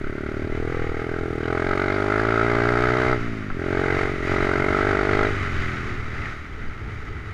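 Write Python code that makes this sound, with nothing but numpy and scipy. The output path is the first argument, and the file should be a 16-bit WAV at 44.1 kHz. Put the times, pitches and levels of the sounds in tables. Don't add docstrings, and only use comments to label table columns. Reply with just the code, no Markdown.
import sys
import numpy as np
from scipy import signal
from scipy.fft import rfft, irfft, next_fast_len
from scipy.io import wavfile
from scipy.ndimage import uniform_filter1d, map_coordinates

SR = 44100
rng = np.random.default_rng(int(sys.argv[2]) if len(sys.argv) > 2 else 0)


def pcm_store(signal):
    levels = np.round(np.clip(np.atleast_2d(signal), -1, 1) * 32767)
    wavfile.write(sys.argv[1], SR, levels.astype(np.int16).T)


def undo_db(level):
    steps = np.asarray(level, float) / 20
    return 10 ** steps


N = 323253

# start_s, throttle (0 shut to 1 open), exhaust_pulse_db
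THROTTLE = [(0, 0.6, -30), (.75, 0.65, -27), (.9, 0.72, -28.5), (1.42, .65, -26.5), (1.52, 0.84, -24),
            (2.55, 0.81, -21), (3.13, 0.86, -21.5), (3.2, 0.33, -31), (3.53, 0.1, -31.5), (3.59, 0.62, -28),
            (3.76, .75, -22), (4.03, 0.85, -24), (4.18, 0.56, -29.5), (4.33, 0.83, -22.5),
            (5.26, 0.83, -21), (5.35, 0.38, -34.5), (6.2, 0.22, -40), (7.33, 0.15, -53)]
# start_s, gear_and_chain_rattle_db, tyre_and_frame_rumble_db
ROUGHNESS = [(0, -42, -42), (.6, -40, -33.5), (.8, -38.5, -37), (1.4, -40.5, -36), (1.6, -35.5, -50.5),
             (3.05, -30.5, -33), (3.45, -40, -41), (4.0, -30.5, -33), (4.2, -35.5, -35), (4.28, -28, -35),
             (4.6, -31, -31.5), (5.4, -30, -30.5), (5.75, -31.5, -34), (6.1, -36.5, -34),
             (6.27, -33.5, -34), (6.42, -40, -41.5), (6.55, -40.5, -35.5), (7.33, -41, -34.5)]


def unit(x):
    return x / np.sqrt(np.mean(x ** 2) + 1e-20)


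def curves(rows):
    s, *cols = np.transpose(rows)
    return [np.interp(np.arange(N) / SR, s, c) for c in cols]


def wobble(rate):
    knots = rng.standard_normal(int(N * rate / SR) + 4)
    return map_coordinates(knots, [np.arange(N) * rate / SR])


def swells(s, spread, size):
    t = np.arange(N) / SR
    return sum(a * np.exp(-.5 * ((t - at) / w) ** 2) for at, w, a in np.broadcast(s, spread, size))


def coloured(x, points):
    m = next_fast_len(N + 8192)
    f, db = np.transpose(points)
    gain = undo_db(np.interp(np.log(np.fft.rfftfreq(m, 1 / SR) + 1), np.log(f + 1), db))
    return unit(irfft(rfft(x, m) * gain, m)[:N])


def ringing(x, modes):
    m = next_fast_len(N + 8192)
    f = np.fft.rfftfreq(m, 1 / SR)
    ring = sum(undo_db(db) * 1j * f * w / (c * c - f * f + 1j * f * w) for c, w, db in modes)
    return irfft(rfft(x, m) * (1 + ring), m)[:N]


def crank_turning():
    # start_s, firings_per_s
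    speed = [(0.0, 35.06), (0.74, 40.71), (1.54, 42.23), (2.338, 55.76), (3.14, 63.46), (3.34, 55.28),
             (3.5, 49.82), (3.581, 42.09), (3.688, 44.63), (4.02, 46.94), (4.51, 45.44), (4.834, 49.55),
             (5.021, 49.32), (5.263, 51.75), (5.521, 42.91), (6.118, 39.12), (7.33, 34.14)]
    # start_s (middle of the jolt), change in firings_per_s
    jolts = [(0.453, 0.25), (0.716, 1.7), (0.924, -1.79), (1.214, 0.9), (1.387, -2.92), (1.54, 2.44),
             (1.565, -2.76), (1.71, 1.29), (2.02, 1.48), (2.051, -1.36), (2.252, 1.25), (2.427, -2.82),
             (2.449, 3.55), (3.153, 1.65), (3.174, -4.65), (3.7, 1.39), (4.22, -2.68), (4.44, 0.81)]
    s, change = np.transpose(jolts)
    rate = curves(speed)[0] + swells(s, .044, change)
    turns = np.cumsum(rate) / SR + .534
    return turns, rate


def exhaust(turns):
    # delay_ms, strength, delay_scatter_ms, second_chamber (1 yes, 0 no)
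    echoes = [(0, -1.3, 0.019, 0), (1.05, 0.48, 0, 0), (1.8, 0.51, 0, 0), (2.87, -0.59, 0.06, 1),
              (3.6, 0.36, 0, 1), (4.15, 0.38, 0.057, 1), (4.7, -0.18, 0.58, 1), (5.3, 0.3, 0.12, 1),
              (6.1, 0.24, 0.033, 1), (7.4, -0.026, 0, 0), (8.5, 0.21, 0, 0), (10.6, 0.17, 0, 0),
              (13, 0.12, 0.33, 0)]
    # start_s, stretch (times)
    echo_stretch = [(0, 1.06), (.4, 1.12), (.75, 0.88), (1.1, 1.01), (1.45, 0.97), (1.7, 1.066),
                    (2.3, 1.044), (2.55, 1.03), (3.1, 1.04), (3.5, 1.11), (3.65, 1.06), (3.92, .97),
                    (4.2, 1.064), (5.27, 1.01), (6.0, 1.15), (7.33, 1.0)]
    start = np.interp(np.arange(1, int(turns[-1])), turns, np.arange(N))
    first = start.astype(int)
    cycle = np.gradient(start)
    throttle, pulse_db = (c[first, None] for c in curves(THROTTLE))
    stretch = curves(echo_stretch)[0][first, None]
    delay, strength, scatter, chamber = np.transpose(echoes)
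    count = len(echoes)

    luck = rng.standard_normal((len(start), 2 * count + 1))
    arrive = delay * stretch + scatter * luck[:, 1:count + 1] + 0.046 * luck[:, [1]]
    second = 0.14 + (1.41 - 0.14) * throttle
    size = strength * np.where(chamber > .5, second, 1)
    size = size * (1 + 0.03 * luck[:, count + 1:])
    width = (.74 - 0.58 * np.clip(throttle, 0, 1)) * (1 + 0.015 * delay)  # ms, later echoes smear
    width = width * (cycle[:, None] * 48 / SR) ** 0.54

    step = np.arange(-150, 850)
    ms = (step - (start - first)[:, None]) * 1000 / SR
    shape = sum(size[:, [k]] * np.exp(-.5 * ((ms - arrive[:, [k]]) / width[:, [k]]) ** 2)
                for k in range(count))
    shape *= np.sqrt(cycle / np.sum(shape ** 2, axis=1))[:, None]
    shape *= undo_db(pulse_db - 5.0 + 0.29 * luck[:, [0]])
    at = first[:, None] + step - step[0]
    return np.bincount(at.ravel(), shape.ravel(), N + len(step))[-step[0]:][:N]


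def pipe_ring(pulses):
    # pitch_hz, width_hz, level_db
    pipe_modes = [(132, 48, 4), (422, 218, -1), (625, 34, -4.5), (813, 19, 11.5), (1120, 38, -1),
                  (1290, 120, 6), (2030, 120, -19)]
    drive = np.clip(4.5 * curves(THROTTLE)[0] - .3, .1, 1)
    return (1 - drive) * pulses + ringing(drive * pulses, pipe_modes)


def gas_hiss(turns, rate):
    # pitch_hz, level_db (per Hz)
    hiss_colour = [(530, -53), (900, -11), (964, -23.5), (1130, -11.5), (1310, 0), (1620, -3.5),
                   (1770, -15.5), (2080, -5), (2620, -29), (4290, -30), (4700, -33.5), (6200, -44),
                   (9050, -51.5), (14000, -78)]
    throttle, pulse_db = curves(THROTTLE)
    ms = turns % 1 / rate * 1000
    burst = ms ** 2 * np.exp(-ms / 1.45) + .12
    strength = undo_db(1.3 * rng.standard_normal(int(turns[-1]) + 1))[turns.astype(int)]
    drift = 5
    patterns = rng.standard_normal((int(N * drift / SR) + 4, SR // 20))
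    alike = unit(map_coordinates(patterns, [np.arange(N) * drift / SR, ms * SR / 1000]))
    share = .55
    swirl = np.sqrt(share) * alike + np.sqrt(1 - share) * rng.standard_normal(N)
    shut_db, open_db = -34.5, -0.5
    hiss_db = pulse_db + shut_db + (open_db - shut_db) * throttle
    return undo_db(hiss_db) * coloured(burst * strength * swirl, hiss_colour)


def gear_rattle(turns):
    # pitch_hz, level_db (per Hz)
    rattle_colour = [(350, -25), (600, -9.5), (761, -10.5), (939, -14.5), (1310, 3), (1700, -4),
                     (2020, 1.5), (2960, -18), (3750, -19), (4220, -23.5), (6690, -29.5), (8480, -40.5),
                     (10800, -44.5), (14000, -57)]
    knock = 1 + 0.089 * np.cos(4 * np.pi * turns + 1.0)
    uneven = undo_db(0.58 * wobble(13) + 0.48 * wobble(30) + 0.83 * wobble(220))
    rattle = coloured(knock * uneven * rng.standard_normal(N), rattle_colour)
    return undo_db(curves(ROUGHNESS)[0]) * rattle


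def casing_ring(noise):
    # pitch_hz, width_hz, level_db
    casing_modes = [(3012, 120, -1), (3830, 54, -2), (4710, 240, -5), (5700, 170, -12.5), (6580, 210, -9.5),
                    (9000, 500, -16), (10800, 500, -12)]
    return ringing(noise, casing_modes)


def valves(turns, rate):
    # pitch_hz, level_db (per Hz)
    valve_colour = [(3000, -46), (4600, -14), (5700, -3), (6600, 3), (7600, -6), (8700, -1.5),
                    (10500, -6.5), (14000, -24)]
    taps = sum(size * np.exp(-((turns - at) % 1) / rate / 0.0076) for at, size in ((.12, 1), (.58, 0.36)))
    level_db = -79.0 + 16.3 * curves(THROTTLE)[0] + 1.5 * wobble(11)
    return undo_db(level_db) * coloured(taps * rng.standard_normal(N), valve_colour)


def crank_shake(turns, rate):
    # pitch_hz, width_hz, level_db
    frame_modes = [(80, 5.5, 5), (104, 4.5, -5), (117, 14, 5.5)]
    mounts = 1 + sum(undo_db(db) / np.hypot(1, 2 * (2 * rate - hz) / w) for hz, w, db in frame_modes)
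    level_db = -50.5 + 7.5 * curves(THROTTLE)[0] + 0.69 * wobble(11)
    lag = .04 * (rate - 48)
    return mounts * undo_db(level_db) * np.sin(4 * np.pi * turns - lag)


def engine():
    turns, rate = crank_turning()
    pipe = pipe_ring(exhaust(turns))
    casing = casing_ring(gas_hiss(turns, rate) + gear_rattle(turns))
    return pipe + casing + valves(turns, rate) + crank_shake(turns, rate) + coasting(turns)


def wind():
    # pitch_hz, level_db (per Hz)
    wind_colour = [(3, 24), (8, 35), (22, 31.5), (50, -17), (90, -36), (200, -54), (500, -120)]
    # pitch_hz, level_db (per Hz)
    rumble_colour = [(26, -13), (45, -6), (92, -4), (152, -14), (169, -15.5), (276, -17), (381, -18.5),
                     (427, -15), (479, -25.5), (700, -35), (910, -28), (1540, -120)]
    # start_s (middle of the gust), spread_s, peak_db
    gusts = [(.1, .06, -34), (.5, 0.045, -33), (.83, 0.14, -26), (1.12, 0.06, -29), (1.69, 0.025, -29.5),
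             (2.6, 0.13, -32), (3.2, .12, -28), (3.53, .03, -29), (4.05, 0.16, -34), (4.29, 0.11, -24.5),
             (4.6, 0.053, -30), (5.22, 0.044, -35), (5.5, .15, -28), (6.0, 0.14, -37), (6.66, .08, -30)]
    buffet = unit(undo_db(3.2 * wobble(8)) * coloured(rng.standard_normal(N), wind_colour))
    rumble = unit(undo_db(1.4 * wobble(14)) * coloured(rng.standard_normal(N), rumble_colour))
    s, spread, db = np.transpose(gusts)
    strength = undo_db(-41) + swells(s, spread, undo_db(db))
    return strength * buffet + undo_db(curves(ROUGHNESS)[1]) * rumble


def loose_parts():
    # start_s, peak_db, pitch_hz
    knocks = [
        (1.4386, -29, 2920),
        (1.948, -32, 4720),
        (3.8994, -39, 3110),
        (5.1694, -30, 3320),
        (5.256, -25, 3800),
        (6.5255, -38, 3170),
        (6.6787, -40.5, 4730),
        (6.9694, -46, 3000),
    ]
    # start_s, peak_db, pitch_hz
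    slaps = [
        (3.4999, -16, 1250),
        (3.5005, -20, 1430),
        (3.5, -26, 850),
        (6.2194, -18, 1990),
        (6.2542, -15, 1870),
    ]
    out, t = np.zeros(N + SR), np.arange(SR // 20) / SR
    for s, db, hz in knocks + slaps:
        wander = 0.15 * np.cumsum(uniform_filter1d(rng.standard_normal(len(t)), size=24))
        ring = np.sin(2 * np.pi * hz * t + wander) * (1 - np.exp(-t / 0.0017)) ** 2
        out[round(s * SR):][:len(t)] += undo_db(db - 1.0 - 60 * t / 0.031) * ring
    return out[:N]


def coasting(turns):
    # start_s, length_s, order (cycles per firing), level_db
    hums = [(3.19, .33, 4, -36.5), (3.19, 0.36, 5, -37.5), (3.19, .3, 7, -46), (3.18, 0.4, 12, -48),
            (5.36, 0.53, 3, -37), (5.36, 0.67, 9, -41), (5.5, .45, 5, -40), (5.295, 0.4, 2, -33),
            (5.61, .35, 7, -46), (5.954, .4, 3, -39), (6.75, 0.65, 3, -38.5), (6.75, 0.49, 4, -43.5)]
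    t = np.arange(N) / SR
    waver = undo_db(1.1 * wobble(9))
    total = np.zeros(N)
    for s, length, order, db in hums:
        fade = np.clip(np.minimum(t - s, s + length - t) / .05, 0, 1)
        total += undo_db(db) * fade * np.sin(2 * np.pi * round(order) * turns)
    return waver * total


def scene():
    return (engine() + wind() + loose_parts())[None]


def roll_off(x):
    return signal.sosfilt(signal.butter(12, 15180, fs=SR, output="sos"), x)


def record(dry):
    # pitch_hz, level_db (per Hz)
    mic_colour = [(3000, -18), (6000, -15), (11000, -8), (15000, -9)]
    hiss = undo_db(-77.0) * coloured(rng.standard_normal(N), mic_colour)
    soft = signal.sosfilt(signal.butter(N=12, Wn=14900, fs=SR, output="sos"), dry + hiss)
    return roll_off(soft - soft.mean())


dry = scene()
out = record(dry)
pcm_store(out)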